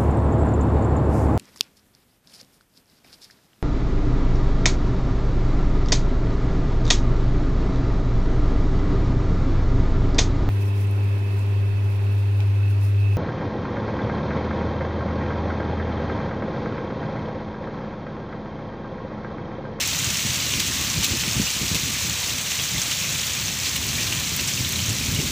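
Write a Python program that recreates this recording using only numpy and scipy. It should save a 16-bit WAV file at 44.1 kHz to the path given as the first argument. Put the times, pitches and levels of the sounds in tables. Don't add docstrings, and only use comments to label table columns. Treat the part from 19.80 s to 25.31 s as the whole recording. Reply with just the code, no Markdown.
import sys
import numpy as np
from scipy import signal
from scipy.fft import rfft, irfft
from scipy.io import wavfile
from scipy.ndimage import uniform_filter1d

SR = 44100
rng = np.random.default_rng(int(sys.argv[2]) if len(sys.argv) > 2 else 0)


def wav_out(sig):
    wavfile.write(sys.argv[1], SR, np.round(np.clip(np.atleast_2d(sig).T, -1, 1) * 32767).astype(np.int16))


def volts(x):
    e = np.asarray(x, float) / 20
    return 10 ** e


N = 242987


def rms_one(x):
    return x / np.sqrt(np.mean(x ** 2) + 1e-20)


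def in_time(rows):
    s, level = np.transpose(rows)
    return np.interp(np.arange(N) / SR, s, level)


def above(x, hz):
    return signal.sosfilt(signal.butter(2, hz, "high", fs=SR, output="sos"), x)


def below(x, hz):
    return signal.sosfilt(signal.butter(4, hz, fs=SR, output="sos"), x)


def split(x, hz):
    low = signal.sosfiltfilt(signal.butter(3, hz, fs=SR, output="sos"), x)
    return low, x - low


def colour(x, points):
    size = 8192
    hz, db = np.transpose(points)
    bins_hz = np.arange(size // 2 + 1) * SR / size
    log_gain = np.log(volts(np.interp(np.log(bins_hz + 1), np.log(hz), db)))
    cepstrum = irfft(log_gain)
    cepstrum[1:size // 2] *= 2
    cepstrum[size // 2 + 1:] = 0
    impulse_response = irfft(np.exp(rfft(cepstrum)))
    return signal.fftconvolve(x, impulse_response)[:N]


def drift(rate_hz):
    r = np.exp(-2 * np.pi * rate_hz / SR)
    noise = rng.standard_normal(N + SR)
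    settled = signal.lfilter([1], [1, -2 * r, r * r], noise)[SR:]
    return rms_one(settled)


def ring(clicks, hz, t60):
    r, w = volts(-60 / (t60 * SR)), 2 * np.pi * hz / SR
    return signal.lfilter([0, np.sin(w)], [1, -2 * r * np.cos(w), r * r], clicks + 1e-18)


def strikes(per_s, spread_db, clump_db):
    sizes = volts(spread_db * np.minimum(rng.exponential(1, N), 4.2)) * rng.choice([-1, 1], N)
    chance = per_s * volts(clump_db * drift(30)) / SR
    return sizes * (rng.random(N) < chance)


def plinks(per_s, spread_db, cycles, low_hz, high_hz):
    hits = strikes(per_s, spread_db, clump_db=2.5)
    dealt = rng.integers(0, 24, N)
    out = np.zeros(N)
    for k, hz in enumerate(np.geomspace(low_hz, high_hz, 24)):
        out += ring(hits * (dealt == k), hz, cycles / hz) * hz / low_hz
    return rms_one(out)


def splashes(per_s, spread_db, decay_s):
    keep = np.exp(-1 / (decay_s * SR))
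    swell = signal.lfilter([1], [1, -keep], np.abs(strikes(per_s, spread_db, clump_db=2.5)))
    return rms_one(swell * rng.standard_normal(N))


def steady(x):
    return x * (np.mean(x ** 2) / uniform_filter1d(x ** 2, SR // 10)) ** .4


# (f/Hz, density level/dB)
RAIN_COLOUR = [(290, -17.5), (550, -10), (730, -12), (1100, -8.5), (1470, -9.5), (2450, -.5), (4200, -1),
               (4850, -4), (6150, 0), (7700, -4), (9000, -11.5), (12300, -16)]
# (f/Hz, density level/dB)
PORT_RESONANCE = [(14300, -11), (15450, -7.5)]


def through_microphone(x):
    return colour(x, RAIN_COLOUR + PORT_RESONANCE)


# (t/s, level over the fall/dB, length/s)
RUNOFF_GOUTS = [(.0, -1.5, 0.023), (0.796, 1, 0.02), (1.23, 3, .035), (1.425, -10, .02), (1.884, -6, 0.017),
                (1.942, 1, 0.026), (2.22, -2, .015), (2.70, -3, 0.033), (3.111, -1, 0.02),
                (3.853, -9, 0.049), (4.076, -5.5, 0.018), (4.194, -7, .04), (4.601, -7, 0.018),
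                (4.683, -4, 0.026), (4.973, -12, 0.02)]


def gouts():
    t = np.arange(N) / SR
    swell = np.zeros(N)
    for s, level_db, length_s in RUNOFF_GOUTS:
        age = np.maximum(t - s, 0) / length_s
        swell += volts(level_db + 12.0) * np.sqrt(age) * np.exp(-1.5 * age ** 2)
    return swell * rms_one(strikes(per_s=5000, spread_db=4.0, clump_db=1.5))


GRAIN_CUT_HZ, SPLIT_LOW_HZ, SPLIT_HIGH_HZ = 1700, 4600, 8500
PATTER_FOLLOWS, BODY_FOLLOWS, SPRAY_FOLLOWS = 0.97, 0.85, 0.45
FAR_FADE_DB_PER_S, FAR_PATCHY_DB = -0.41, 0.8
# (t/s, level/dB)
RAINFALL = [(0.0, -22.5), (0.07, -25), (0.71, -24.5), (1.2, -25.5), (1.24, -24.5), (1.29, -25), (2.59, -26),
            (2.64, -29), (2.68, -26), (3.35, -25), (3.82, -27.5), (3.87, -22.5), (3.94, -27.5), (3.96, -24),
            (3.99, -27.5), (4.22, -25), (4.39, -26), (5.51, -26.5)]


def rain():
    fall_db = in_time(RAINFALL)
    swing_db = fall_db - fall_db.mean()
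    hiss = rng.standard_normal(N) * volts(.5 * drift(25))
    ticks = rms_one(strikes(per_s=1200, spread_db=2.5, clump_db=1.0))
    leaves = plinks(4500, 2.4, cycles=13.3, low_hz=1488, high_hz=14900)
    puddles = plinks(200, 3.4, cycles=53.0, low_hz=896, high_hz=7650)
    splash = splashes(80, 2.8, decay_s=0.0026)
    grains = volts(-7.5) * ticks + volts(-1) * leaves + volts(-11.0) * splash
    murmur = volts(2.5) * below(rng.standard_normal(N), GRAIN_CUT_HZ)
    fall = hiss + murmur + above(grains, GRAIN_CUT_HZ) + volts(-12.0) * puddles
    far, near = split(through_microphone(fall), GRAIN_CUT_HZ)
    patter, near = split(near, SPLIT_LOW_HZ)
    body, spray = split(near, SPLIT_HIGH_HZ)
    far_db = FAR_FADE_DB_PER_S * (np.arange(N) - N / 2) / SR + FAR_PATCHY_DB * drift(5)
    out = volts(far_db) * steady(far)
    out += volts(PATTER_FOLLOWS * swing_db) * steady(patter)
    out += volts(BODY_FOLLOWS * swing_db) * steady(body)
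    out += volts(SPRAY_FOLLOWS * swing_db) * steady(spray)
    slaps = through_microphone(above(gouts(), GRAIN_CUT_HZ))
    return volts(-25.0) * (out + slaps) / np.std(out)


BREEZE_LIFT_DB, PUFF_RISE_SHARE = 0.5, 0.74
# (t/s, level/dB)
BREEZE_LEVEL = [(0.0, -34.5), (0.31, -35.5), (1.47, -33.5), (1.61, -46), (1.84, -36), (1.95, -37.5),
                (2.03, -36), (2.76, -41), (3.04, -38.5), (3.57, -38.5), (3.91, -36.5), (4.17, -32),
                (4.48, -35), (5.51, -29.5)]
# (t/s, peak level/dB, length/s)
WIND_PUFFS = [(0.203, -37, 0.048), (.29, -34, 0.04), (0.47, -28, 0.026), (0.63, -36.5, 0.093),
              (0.768, -28, 0.029), (.88, -34, 0.024), (1.012, -32, 0.039), (1.18, -24, 0.026),
              (1.328, -28, 0.034), (1.478, -33, 0.046), (1.587, -25.5, 0.042), (1.828, -26.5, 0.027),
              (1.945, -25, .025), (2.07, -33.5, 0.047), (2.277, -33, .045), (2.537, -35, 0.068),
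              (2.81, -34.5, 0.032), (2.962, -30.5, 0.046), (3.32, -32.5, 0.055), (3.65, -36.5, 0.13),
              (3.98, -35, .03), (4.083, -34, 0.025), (4.29, -37, 0.13), (4.53, -32.5, .02), (4.6, -34, .02),
              (4.82, -31.5, 0.047), (4.982, -32, 0.044), (5.106, -28.5, 0.022), (5.206, -33, 0.017),
              (5.355, -28.5, 0.062)]


def wind_db():
    t = np.arange(N) / SR
    power = volts(2 * (in_time(BREEZE_LEVEL) + BREEZE_LIFT_DB))
    for s, peak_db, length_s in WIND_PUFFS:
        width = length_s * np.where(t < s, PUFF_RISE_SHARE, 1)
        power = power + volts(2 * peak_db) * np.exp(-((t - s) / width) ** 2)
    return 10 * np.log10(power)


def evened(x, span_s):
    return rms_one(x / (uniform_filter1d(x ** 2, int(span_s * SR)) + 1e-12) ** 0.21)


EDGE_HZ, EDGE_DB, EDGE_FOLLOWS = 170, -4.5, .3
# (f/Hz, density level/dB)
WIND_COLOUR = [(15, -60), (25, -29.5), (66, -7), (113, -3.5), (211, 1.5), (283, -5.5), (354, -10),
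               (700, -25.5), (910, -67), (1540, -120)]


def wind():
    rumble_db = wind_db()
    edge_db = EDGE_DB + EDGE_FOLLOWS * (rumble_db - rumble_db.mean())
    air = colour(rng.standard_normal(N), WIND_COLOUR)
    low = below(air, EDGE_HZ)
    edge = evened(air - low, 0.0405) * volts(2.4 * drift(36))
    return volts(rumble_db + 3.5) * (evened(low, 0.049) + volts(edge_db - 1.0) * edge)


SPATTER_DB = -23
# (t/s, peak level/dB, f/Hz)
DULL_DROPS = [(0.0375, -18, 2540), (0.1344, -10, 4180), (0.737, -9, 2960), (0.7956, -9, 4570),
              (0.941, -15, 2950), (1.2266, -11, 2940), (1.35, -12, 4540), (1.436, -11.5, 2500),
              (1.6815, -18, 2760), (1.733, -17, 4170), (2.4289, -9, 4270), (2.7166, -10.5, 3000),
              (2.7896, -11, 2860), (2.7968, -9, 3570), (2.98, -10, 3570), (3.0582, -17, 2500),
              (3.1161, -12, 2940), (3.2422, -13, 2760), (3.4317, -17, 3610), (3.5723, -26, 2490),
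              (3.681, -14, 3450), (3.9598, -10, 3000), (4.27, -10, 4000), (4.3244, -9.5, 2750),
              (4.591, -11, 3030), (4.8466, -11.5, 3230), (4.932, -10, 3640), (4.9903, -10, 2980),
              (5.2126, -14, 2500), (5.362, -15, 2960)]
# (t/s, peak level/dB, f/Hz)
BRIGHT_DROPS = [(0.074, -8, 6580), (0.189, -6.5, 6660), (0.2438, -5.5, 7160), (0.3024, -6, 6100),
                (0.3703, -7, 5730), (0.5038, -10, 5800), (1.0993, -7, 6050), (1.371, -8, 6370),
                (1.5316, -9.5, 7000), (1.6162, -5, 5960), (1.675, -12, 5800), (1.703, -9, 7040),
                (2.2233, -8.5, 6670), (2.4755, -9, 6630), (2.8379, -11, 6180), (2.9156, -8, 6660),
                (3.016, -6.5, 6100), (3.325, -10, 6900), (3.6511, -15, 5710), (3.681, -7, 5740),
                (3.853, -11, 5100), (4.23, -7, 5340), (4.675, -8, 7280), (4.6823, -5, 5910),
                (4.7359, -8, 6040), (4.79, -12, 5880), (5.0599, -9, 6400), (5.093, -8, 7350),
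                (0.9945, -18, 5820), (5.247, -15, 6000)]


def close_drops():
    out = np.zeros(N + 1024)
    t = np.arange(1024) / SR
    for s, peak_db, hz in DULL_DROPS + BRIGHT_DROPS:
        noise = rng.standard_normal(1024)
        tone = np.sin(2 * np.pi * hz * t) * np.exp(-t * hz / 3.0)
        spatter = np.convolve(noise * np.exp(-t / 0.011), tone[:32])[:len(t)]
        at = round((s + 0.00103) * SR)
        out[at:at + len(t)] += volts(peak_db - 4) * (tone + volts(SPATTER_DB) * spatter)
    return out[:N]


# (t/s, peak level/dB, f/Hz)
HARD_BUFFETS = [(0.059, -26, 248), (0.153, -28, 171), (0.216, -26, 213), (0.267, -20, 113),
                (0.445, -19.5, 216), (0.568, -27, 162), (1.95, -21.5, 170), (2.285, -22, 120),
                (1.172, -18, 150), (1.314, -18.5, 102.3), (1.473, -20, 167), (1.559, -17, 124),
                (1.594, -15, 196), (1.76, -25, 199), (1.809, -20, 174), (1.91, -16, 171),
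                (2.029, -22.5, 140), (2.099, -26, 210), (2.245, -23, 160), (3.209, -26, 153),
                (2.945, -22, 130), (4.376, -22, 130), (4.802, -17.5, 129), (4.973, -21, 105),
                (5.006, -27, 102), (5.08, -17, 105), (5.207, -27, 186), (5.281, -14.5, 120),
                (5.333, -19, 127), (5.384, -14, 150)]


def buffets():
    out = np.zeros(N)
    for s, peak_db, hz in HARD_BUFFETS:
        push = np.zeros(N)
        push[round((s + .004) * SR)] = -volts(peak_db + 3.5)
        out += below(ring(push, hz, 6.7 / hz), 700)
    return out


# (t/s, peak level/dB)
SPRAY_CRACKS = [(0.075, -11), (0.3681, -18), (0.3925, -21), (0.5541, -27), (0.8754, -26.5), (0.9577, -21),
                (1.7035, -21), (1.7384, -21), (1.822, -19), (2.1989, -20), (2.2792, -32), (2.5835, -18),
                (2.82, -15), (2.8389, -20), (3.0155, -14), (3.4411, -18), (3.464, -15), (3.9624, -11),
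                (4.0657, -16.5), (4.3241, -17), (4.3515, -16), (4.563, -9), (4.6778, -18), (4.8903, -14),
                (4.924, -11.5), (4.9856, -20), (5.2021, -21), (5.3213, -15), (5.3477, -15.5), (5.4605, -30)]


def spray_cracks():
    out = np.zeros(N + 1024)
    t = np.arange(1024) / SR
    for s, peak_db in SPRAY_CRACKS:
        burst = rng.standard_normal(1024) * np.exp(-t / 0.0013)
        at = round((s + 0.00058) * SR)
        out[at:at + len(t)] += volts(peak_db - 12.5) * np.diff(burst, 2, prepend=[0, 0])
    return out[:N]


# (t/s, level/dB, start f/Hz, decay/s)
PUDDLE_BUBBLES = [(.612, -20, 2800, .012), (.735, -29, 2860, .012), (1.227, -28, 2920, .01),
                  (1.675, -17, 2800, 0.013), (3.57, -21, 2380, .012), (3.961, -23, 2710, .01),
                  (4.181, -17, 2310, 0.024), (4.595, -17, 2680, 0.013), (4.684, -22, 2770, 0.011),
                  (4.99, -17, 2890, 0.013), (5.362, -19, 2870, .01)]


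def bubbles():
    out, t = np.zeros(N), np.arange(N) / SR
    for s, level_db, hz, decay_s in PUDDLE_BUBBLES:
        age = np.clip(t - s, 0, .1)
        phase = 2 * np.pi * hz * age * (1 + 2.5 * age)
        out += volts(level_db - 7) * np.sin(phase) * np.exp(-age / decay_s) * (age < .1)
    return out


SLIP_S, SLIP_LENGTH_S, SLIP_BAND_HZ = 1.639, .0464, (4600, 7000)


def channel_slip():
    band = signal.butter(6, SLIP_BAND_HZ, "band", fs=SR, output="sos")
    part = np.clip((np.arange(N) / SR - SLIP_S) / SLIP_LENGTH_S, 0, 1)
    noise = rms_one(signal.sosfilt(band, rng.standard_normal(N)))
    side = volts(-30) * noise * np.sin(np.pi * part) ** 2
    return side * [[1], [-1]]


def scene():
    mono = rain() + wind() + close_drops() + buffets() + spray_cracks() + bubbles()
    return np.tile(mono, (2, 1))


def band_limit(x):
    return signal.sosfilt(signal.butter(12, 16780, fs=SR, output="sos"), x)


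BASS_CUT_HZ, TOP_CUT_HZ = 55, 15470


def record(dry):
    top_cut = signal.ellip(14, .5, 60, TOP_CUT_HZ, fs=SR, output="sos")
    mix = signal.sosfilt(top_cut, above(dry, BASS_CUT_HZ)) + channel_slip()
    return band_limit(mix)


dry = scene()
out = record(dry)
wav_out(out)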